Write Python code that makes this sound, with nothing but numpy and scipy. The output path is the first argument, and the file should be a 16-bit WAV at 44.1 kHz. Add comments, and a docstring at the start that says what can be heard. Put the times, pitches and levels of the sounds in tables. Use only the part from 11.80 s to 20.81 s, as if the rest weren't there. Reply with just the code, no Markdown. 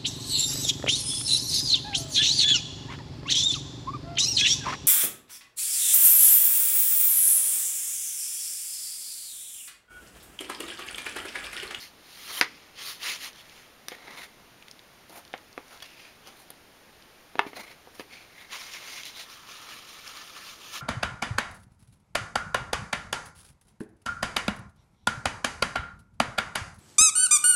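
"""At a work table, a paper towel wipes a small wooden cabinet, squeaking on its waxed top. The pieces are
slid and set down on a cutting mat with knocks, snaps and one metal clink. Then the towel is bunched up
and rubbed round a tin of wax. Each rub is thousands of tiny slips that make the rubbed thing ring; each
knock is a short push and a rattle, with a faint room echo. A small camera close by hisses and has a
blind spot near 8 kHz."""
import sys
import numpy as np
from scipy import signal
from scipy.fft import rfft, irfft, next_fast_len
from scipy.io import wavfile
from scipy.ndimage import uniform_filter1d

SR = 44100
rng = np.random.default_rng(int(sys.argv[2]) if len(sys.argv) > 2 else 0)


def wav_out(sig):
    """Save sig, one row per channel (or a flat mono array), as 16-bit PCM at SR to the path in sys.argv[1]."""
    wavfile.write(sys.argv[1], SR, np.round(np.clip(np.atleast_2d(sig).T, -1, 1) * 32767).astype(np.int16))


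N = 397341


def amp(db):
    """Turns decibels into a gain."""
    return 10 ** (np.asarray(db) / 20)


def unit_rms(x):
    """Scales x to an average (rms) size of 1."""
    return x / np.sqrt(np.mean(x ** 2) + 1e-20)


def value_at(points, hz):
    """Reads a curve of (frequency, value) points at hz."""
    f, value = np.transpose(points)
    return np.interp(np.log(hz + 1), np.log(f + 1), value)


def add(mix, start_s, sound):
    """Mixes a sound in at start_s and returns the mix."""
    part = mix[max(round(start_s * SR), 0):][:len(sound)]
    part += sound[:len(part)]
    return mix


def filtered(x, gain):
    """Filters x by a gain that is a function of Hz."""
    size = next_fast_len(len(x) + 4096)
    return irfft(rfft(x, size) * gain(np.fft.rfftfreq(size, 1 / SR)), size)[:len(x)]


def above(hz, edge_hz):
    """A gain that climbs steeply from 0 below the edge to 1 above it."""
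    return 1 / np.sqrt(1 + (edge_hz / (hz + 1)) ** 12)


def bump(hz, centre_hz, width_hz):
    """A smooth hill of height 1 around a frequency."""
    return 1 / (1 + (2 * (hz - centre_hz) / width_hz) ** 2)


def swells(strokes, t):
    """Strokes swell and fade; returns their ringing pitch and the scratch, fine hiss and body gains."""
    peak_s, db, rise_s, fall_s, ring_hz, fine_db, body_db = np.transpose(strokes)[:, :, None]
    from_peak = np.where(t < peak_s, (peak_s - t) / rise_s, (t - peak_s) / fall_s)
    power = amp(db - 21 * from_peak ** 1.63) ** 2 + 1e-30  # round top, 21 dB down at both ends
    gains = [np.sqrt((power * amp(layer_db) ** 2).sum(0)) for layer_db in (0, fine_db, body_db)]
    return [(power * ring_hz).sum(0) / power.sum(0), *gains]


def rub(strokes, colour, peaks, span_s, split_hz, ring_width_hz, ring_db, overtone_db,
        grit_db, grain_db, flutter_db, wander_db):
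    """Thousands of tiny slips, a few of them large, under a fluttering pressure, ring the thing rubbed."""
    t = np.arange(*span_s, 1 / SR)
    curves = swells(strokes, t[::32])
    ring_hz, scratch_gain, fine_gain, body_gain = (np.interp(t, t[::32], curve) for curve in curves)
    slips = rng.standard_normal(len(t)) * amp(grain_db * np.minimum(rng.exponential(1, len(t)), 4))
    pressure = unit_rms(uniform_filter1d(uniform_filter1d(rng.standard_normal(len(t)), 300), 300))
    bin_hz, frame_s, spectra = signal.stft(slips * amp(flutter_db * pressure), SR,
                                           nperseg=256, noverlap=192)
    pitch_hz = np.interp(frame_s + span_s[0], t, ring_hz)
    lift_db = sum(db * bump(bin_hz[:, None], ratio * pitch_hz, ring_width_hz)
                  for ratio, db in ((1, ring_db), (1.92, overtone_db)))
    # the contact keeps changing shape, so bright patches wander through the spectrum
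    patches = uniform_filter1d(rng.standard_normal(spectra.shape), 3, axis=0)
    patches = unit_rms(uniform_filter1d(patches, 20, axis=1))
    spectra = spectra * amp(wander_db * patches + lift_db)
    slips = signal.istft(spectra, nperseg=256, noverlap=192)[1][:len(t)]
    tone = lambda hz: amp(value_at(colour, hz) + sum(db * bump(hz, f, width) for f, width, db in peaks))
    # three layers: a dull body below split_hz, a bright scratch above it, fine hiss on top
    body = filtered(slips, lambda hz: tone(hz) * (1 - above(hz, 1.007 * split_hz)))
    scratch = filtered(slips, lambda hz: tone(hz) * above(hz, 1.034 * split_hz) * (1 - above(hz, 7850)))
    fine = filtered(slips, lambda hz: above(hz, 6600) / (hz + 4000) * amp(grit_db * bump(hz, 10400, 1500)))
    sound = scratch_gain * unit_rms(scratch) + body_gain * unit_rms(body) + fine_gain * unit_rms(fine)
    return add(np.zeros(N), span_s[0], sound)


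def camera_hiss(level_db=-56):
    """Steady noise from the room and the microphone's amplifier."""
    # colour of the hiss: f/Hz, level/dB
    colour = [(25, -3), (280, 0), (800, -2.5), (2300, -5), (4700, -10), (7000, -14), (9000, -20.5),
              (12000, -22), (15500, -26)]
    return amp(level_db) * unit_rms(filtered(rng.standard_normal(N), lambda hz: amp(value_at(colour, hz))))


def towel_wipes():
    """The paper towel rasps over the cabinet and makes its top ring."""
    # wipes: peak t/s, level/dB, rise/s, fall/s, ring f/Hz, fine hiss/dB, body/dB (both added to level)
    strokes = [(.03, -45.5, 0.17, 0.084, 4300, -10.5, -20), (.47, -47, 0.29, 0.21, 4000, -8, -11.5),
               (.51, -41.5, 0.055, 0.043, 4470, -17, -3), (.58, -38, 0.11, 0.031, 3200, -5, -10.5),
               (.6, -44, .04, .007, 3300, 3, -1), (.72, -54, 0.31, 0.28, 2190, -25, -12),
               (1.01, -41, 0.066, 0.14, 3000, -19, -11.5), (1.075, -39.5, 0.088, 0.13, 4530, -9, -13.5),
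               (1.236, -39.5, 0.038, 0.1, 3000, -13, -11.5), (1.291, -31, 0.092, 0.11, 2660, -14, -12.5),
               (1.446, -36.5, 0.073, 0.071, 2480, -13, -14), (1.606, -52, 0.11, 0.039, 3500, -14, -11),
               (1.77, -55, 0.3, 0.18, 2400, -13.5, -10)]
    # colour of paper on wood: f/Hz, level/dB
    colour = [(150, -21), (250, -10.5), (850, -7), (1100, -0.5), (1800, 0), (2700, -0.5), (5600, -2.5),
              (7300, -3.5)]
    # peaks and a dip in the ring of the top: f/Hz, width/Hz, level/dB
    peaks = [(1520, 150, -5.5), (2050, 420, 2), (3200, 550, 2), (4280, 470, 3.5), (5100, 220, 3)]
    return rub(strokes, colour, peaks, span_s=(0, 2.05), split_hz=1720, ring_width_hz=1100,
               ring_db=4.5, overtone_db=-1.5, grit_db=4, grain_db=3.5, flutter_db=0.6, wander_db=1.9)


def towel_squeaks():
    """The towel catches and slips quickly on the waxed top: short, slightly unsteady tones."""
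    # squeaks: t/s, level/dB, f/Hz, length/s
    squeaks = [(.527, -37, 3200, .012), (0.57, -31, 3110, 0.013), (0.582, -38, 3100, 0.0091)]
    mix = np.zeros(N)
    for start_s, peak_db, pitch_hz, length_s in squeaks:
        t = np.arange(0, length_s, 1 / SR)
        wobble = 1 + 0.04 * unit_rms(uniform_filter1d(rng.standard_normal(len(t)), 60))
        tone = np.sin(2 * np.pi * np.cumsum(pitch_hz * wobble) / SR)
        add(mix, start_s, amp(peak_db) * np.sin(np.pi * t / length_s) * tone)
    return mix


def knock_click(length, thump_db, hollow_db, upper_db, treble_db):
    """The click that colours one knock; a harder, brighter blow cracks more."""
    # where each of the ten levels below applies: f/Hz
    points_hz = (40, 130, 380, 850, 2000, 3400, 4600, 7200, 11000, 16000)
    crack_db = -16 + 1.74 * treble_db
    levels_db = [thump_db - 34.5, thump_db - 11.5, thump_db, hollow_db, 0,
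                 upper_db, treble_db, treble_db - 12.5, crack_db, crack_db - 12.5]
    hz = abs(np.fft.fftfreq(length, 1 / SR))
    log_gain = np.log(amp(value_at(list(zip(points_hz, levels_db)), hz)))
    spectrum = np.exp(np.conj(signal.hilbert(log_gain)))  # minimum phase: no sound before the hit
    return np.fft.ifft(spectrum).real[:2048]


def wood_knocks(push_t60_s=0.0068, rattle_t60_s=0.13, bounce_s=0.0042, ring_db=-33):
    """Wood is set down or bumped: a short push, its bounce, a rough dying rattle and a soft ring."""
    # knocks: t/s, level/dB, then thump/dB, hollow/dB, upper middle/dB, treble/dB (all four against
    # 2 kHz), rattle/dB (against the push)
    knocks = [(0.608, -30, 5, 3, -1, -15, -28), (0.6121, -3.5, -11.5, -7.5, -16, -9.5, -27.5),
              (0.6216, -22, -3, -9, 1, -9, -11), (2.0842, -20, -15, -8, -4, 4, -30.5),
              (2.119, -29, 3, 4, -4, -12, -20.5), (2.281, -32, -1, -13, -18, -21, -32),
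              (3.296, -38, 19, 9, -2, 5, -21), (3.5389, -19, -2, 4, -4.5, -18.5, -23),
              (3.7782, -20.5, 6, 11.5, -4, -11, -27), (4.0232, -31.5, -3, -1, -8, -2, -20),
              (4.473, -35.5, 4, 14, -1, 7, -21), (4.7034, -32.5, 13, 5, 6, -1, -20),
              (5.5552, -23, 13, 6, 0, -8, -31), (5.5845, -29, 12, 5, 2, -12, -21),
              (5.5928, -2, -6.5, 8.5, -2.5, -13, -33.5), (5.652, -32, 5, 10, -12, -11, -29),
              (5.6656, -30, 14, 1, -6, -9, -22), (5.732, -31.5, 0, -3, -8, -21, -26),
              (6.073, -38, 15, 23, -3, -10, -34), (6.1965, -24.5, 4, -9, -4, -7.5, -26),
              (6.206, -28, 3, -3, -7, -12, -29)]
    # tones the wood rings with: f/Hz, level/dB, t60/s (the time to fade by 60 dB)
    wood_tones = [(300, -3, 0.12), (412, -3.5, 0.071), (499, 2, 0.034), (733, 3.5, 0.022), (953, 3, 0.033),
                  (1197, 0.5, 0.018), (1780, 3.5, 0.034), (2170, 2.5, 0.017), (2563, 0.5, 0.034),
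                  (3750, -2, 0.026)]
    hz, db, t60 = np.transpose(wood_tones)[:, :, None]
    t = np.arange(8192) / SR
    mix = np.zeros(N)
    for start_s, peak_db, *colour_db, rattle_db in knocks:
        jolts, shake = rng.standard_normal((2, len(t)))
        push = (t == 0) + 0.44 * jolts * amp(-60 * t / push_t60_s)
        bounce = 0.15 * np.pad(push, (round(bounce_s * SR), 0))[:len(t)]
        rough_db = 3 * unit_rms(uniform_filter1d(shake, 120))
        rattle = jolts[::-1] * amp(rattle_db - 60 * t / rattle_t60_s + rough_db)
        tone_hz = hz * rng.uniform(0.97, 1.02, hz.shape)
        tone_db = ring_db + db + 3.5 * rng.standard_normal(db.shape)
        ring = (amp(tone_db - 60 * t / t60) * np.sin(2 * np.pi * tone_hz * t)).sum(0)
        blow = signal.fftconvolve(push + bounce + rattle + ring, knock_click(len(t), *colour_db))[:len(t)]
        add(mix, start_s, amp(peak_db) * blow / abs(blow).max())
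    return mix


def room_echo(x):
    """The room sends back many small echoes, and the high notes die first."""
    # time an echo takes to fade by 60 dB: f/Hz, t60/s
    fade_times = [(200, 0.47), (1000, 0.22), (3000, 0.21), (8000, 0.11)]
    echoes = np.zeros(SR // 2)
    slots = np.arange(180, len(echoes) - 20, 20)
    echoes[slots + rng.integers(0, 20, len(slots))] = rng.choice([-1., 1.], len(slots))
    hz, t, spectra = signal.stft(echoes, SR, nperseg=256)
    fade = amp(-60 * t / value_at(fade_times, hz)[:, None])
    tail = signal.istft(spectra * fade, SR, nperseg=256)[1]
    return signal.fftconvolve(x, tail / np.linalg.norm(tail))[:N]


def dry_snaps(rise_s=0.000067, t60_s=0.0095):
    """Paper, nails and small joints snap: tiny bursts of noise, each with one broad peak."""
    # snaps: t/s, level/dB, centre f/Hz
    snaps = [(1.2317, -23, 4000), (1.297, -27, 2630), (1.531, -39, 4000), (1.56, -38.5, 3950),
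             (1.6966, -36, 3200), (2.825, -37, 3000), (2.883, -35, 3070), (2.9128, -30, 5000),
             (2.9928, -36, 2670), (3.451, -39, 3500), (3.478, -42, 3620), (3.532, -34, 3600),
             (3.578, -38.5, 3400), (3.7283, -40, 4870), (3.882, -43, 5500), (3.975, -38, 4000),
             (4.0035, -33, 2400), (4.7043, -36, 10500), (5.2235, -44, 3460), (6.732, -26.5, 3000),
             (6.936, -30, 3300), (7.2342, -27, 3200), (7.253, -42, 11000), (7.254, -31.5, 3200),
             (7.6746, -36.5, 3400), (8.2773, -30, 4500), (8.372, -31, 4400)]
    t = np.arange(800) / SR
    floor = lambda hz: 0.25 * (1 - 0.98 * above(hz, 8200))
    mix = np.zeros(N)
    for start_s, peak_db, centre_hz in snaps:
        burst = rng.standard_normal(len(t)) * amp(-60 * t / t60_s) * np.minimum(t / rise_s, 1)
        snap = filtered(burst, lambda hz: above(hz, 0.72 * centre_hz)
                        * (floor(hz) + bump(hz, centre_hz, 2600)))
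        add(mix, start_s, amp(peak_db) * snap / abs(snap).max())
    return mix


def wood_slides():
    """The cabinet's pieces scrape over the cutting mat with a hollow ring."""
    # slides: peak t/s, level/dB, rise/s, fall/s, ring f/Hz, fine hiss/dB, body/dB (both added to level)
    strokes = [(2.125, -48.5, 0.034, 0.078, 1950, -17, -18), (2.33, -50.5, 0.26, 0.22, 2050, -18, 0),
               (2.386, -41.5, 0.029, 0.074, 2050, -14.5, -6), (2.445, -44.5, 0.09, 0.031, 2050, -13, -25),
               (3.372, -50.5, 0.078, 0.056, 720, -5, -3), (3.947, -51.5, 0.13, 0.069, 714, -13.5, -10.5),
               (4.026, -47, .006, .008, 3300, -5, -5), (4.032, -49.5, 0.041, 0.24, 2720, -17, -22),
               (4.22, -51, 0.15, 0.16, 2520, -18, -9), (4.486, -53, 0.078, 0.086, 3170, -17, -0.5),
               (4.6, -59, 0.096, 0.086, 4070, -5.5, -1), (5.673, -48, 0.011, 0.048, 2220, -13, -2),
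               (5.77, -43.5, 0.024, 0.11, 2140, -13, -1), (5.913, -50, 0.1, 0.037, 2170, -16, -3),
               (6.154, -52.5, 0.018, 0.037, 5530, -10, -4), (6.202, -53, 0.032, 0.037, 2500, -5, -9),
               (6.338, -50.5, 0.068, 0.2, 2330, -18, -12), (6.63, -51.5, 0.15, 0.062, 2050, -16, -11)]
    # colour of wood on the mat: f/Hz, level/dB
    colour = [(100, -47), (200, -10), (400, -13), (1400, -8.5), (2800, -9), (7300, -14)]
    # where the cabinet rings: f/Hz, width/Hz, level/dB
    peaks = [(740, 87, 4.8), (2150, 330, 4.3), (3500, 300, 2.5), (4300, 440, 2)]
    return rub(strokes, colour, peaks, span_s=(2, 6.75), split_hz=1350, ring_width_hz=420,
               ring_db=11, overtone_db=7, grit_db=4.5, grain_db=3, flutter_db=2, wander_db=1.3)


def metal_clink(start_s=4.024, level_db=-37):
    """A small metal part is touched and rings briefly with a few unrelated tones."""
    # tones of the metal: f/Hz, level/dB, t60/s
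    metal_tones = [(1800, -4, 0.039), (3340, 0.5, 0.049), (4630, -7, 0.089)]
    t = np.arange(4000) / SR
    ring = sum(amp(db - 60 * t / t60) * np.sin(2 * np.pi * hz * t) for hz, db, t60 in metal_tones)
    return add(np.zeros(N), start_s, amp(level_db) * ring)


def towel_bunching(fine_db=-14):
    """The paper rasps as it is squeezed into a bunch."""
    # squeezes: peak t/s, level/dB, rise/s, fall/s, ring f/Hz, body/dB (added to level)
    squeezes = [(6.739, -42.5, 0.054, 0.098, 2150, -2), (6.81, -43.5, 0.092, 0.22, 2140, -5.5),
                (6.946, -43, 0.066, 0.077, 2300, -5.5), (7.074, -44, 0.14, 0.12, 2200, -3.5),
                (7.17, -42.5, 0.16, 0.14, 2200, -8), (7.265, -41.5, 0.027, 0.076, 3500, -9),
                (7.408, -42.5, 0.11, 0.063, 3500, -6.5)]
    # colour of the squeezed paper: f/Hz, level/dB
    colour = [(150, -24), (700, -11), (1500, -6.5), (2200, -4.5), (7300, -8.5)]
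    # where the towel rings: f/Hz, width/Hz, level/dB
    peaks = [(1040, 110, 3.7), (2150, 46, 8.8), (4040, 190, 2.2)]
    strokes = [(*squeeze, fine_db, body_db) for *squeeze, body_db in squeezes]
    return rub(strokes, colour, peaks, span_s=(6.6, 7.6), split_hz=2450, ring_width_hz=420,
               ring_db=3, overtone_db=-2.5, grit_db=1, grain_db=2.5, flutter_db=1, wander_db=1.9)


def towel_in_tin(ring_hz=3060, fine_db=-13):
    """The towel is rubbed round the tin of wax and makes the tin ring."""
    # turns of the towel: peak t/s, level/dB, rise/s, fall/s, body/dB (added to level)
    turns = [(7.52, -49.5, 0.096, 0.19, -4), (7.70, -50, 0.067, 0.32, -4), (7.82, -52, 0.29, 0.14, 0.5),
             (7.922, -47.5, 0.12, 0.22, -3), (8.1, -49, 0.1, 0.17, -5), (8.19, -51, 0.1, 0.11, -2.5),
             (8.275, -46, 0.055, 0.11, -2.5), (8.385, -46, 0.11, 0.11, -1.5),
             (8.47, -50.5, 0.082, 0.24, -4), (8.575, -47.5, 0.059, 0.17, -1.5),
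             (8.69, -46.5, 0.11, 0.14, -6.5), (8.86, -48.5, 0.14, 0.27, -5.5),
             (8.955, -37.5, 0.056, 0.079, -6)]
    # colour of paper in the tin: f/Hz, level/dB
    colour = [(150, -12.5), (800, -7), (1500, -7.5), (2750, 0), (7300, -3)]
    # where the tin rings: f/Hz, width/Hz, level/dB
    peaks = [(1120, 280, 10.2), (1330, 250, 10.8), (1750, 170, 8.7), (2290, 190, 4.4)]
    strokes = [(*turn, ring_hz, fine_db, body_db) for *turn, body_db in turns]
    return rub(strokes, colour, peaks, span_s=(7.35, 9.01), split_hz=2450, ring_width_hz=1100,
               ring_db=2.5, overtone_db=0.5, grit_db=1.5, grain_db=3, flutter_db=1, wander_db=1.9)


def scene():
    """Rubs, squeaks and blows over the hiss; only the blows echo."""
    rubs = towel_wipes() + wood_slides() + towel_bunching() + towel_in_tin()
    knocks = wood_knocks()
    squeaks = towel_squeaks()
    blows = knocks + dry_snaps() + metal_clink()
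    return (rubs + squeaks + blows + amp(-16.5) * room_echo(blows) + camera_hiss())[None]


def record(dry, top_hz=15720):
    """The camera loses a narrow band near 8 kHz, lifts the treble above it and cuts off at top_hz."""
    # the camera's dip and lift: f/Hz, level/dB
    response = [(6500, 0.5), (7300, -2), (7650, -7.5), (7800, -16), (7880, -46), (7960, -20), (8200, -3),
                (8800, 4), (9500, 6)]
    dipped = filtered(dry[0], lambda hz: amp(value_at(response, hz)))
    low_pass = signal.firwin(511, top_hz, window=("kaiser", 9), fs=SR)
    return signal.oaconvolve(dipped, low_pass, "same")[None]


dry = scene()
out = record(dry)
wav_out(out)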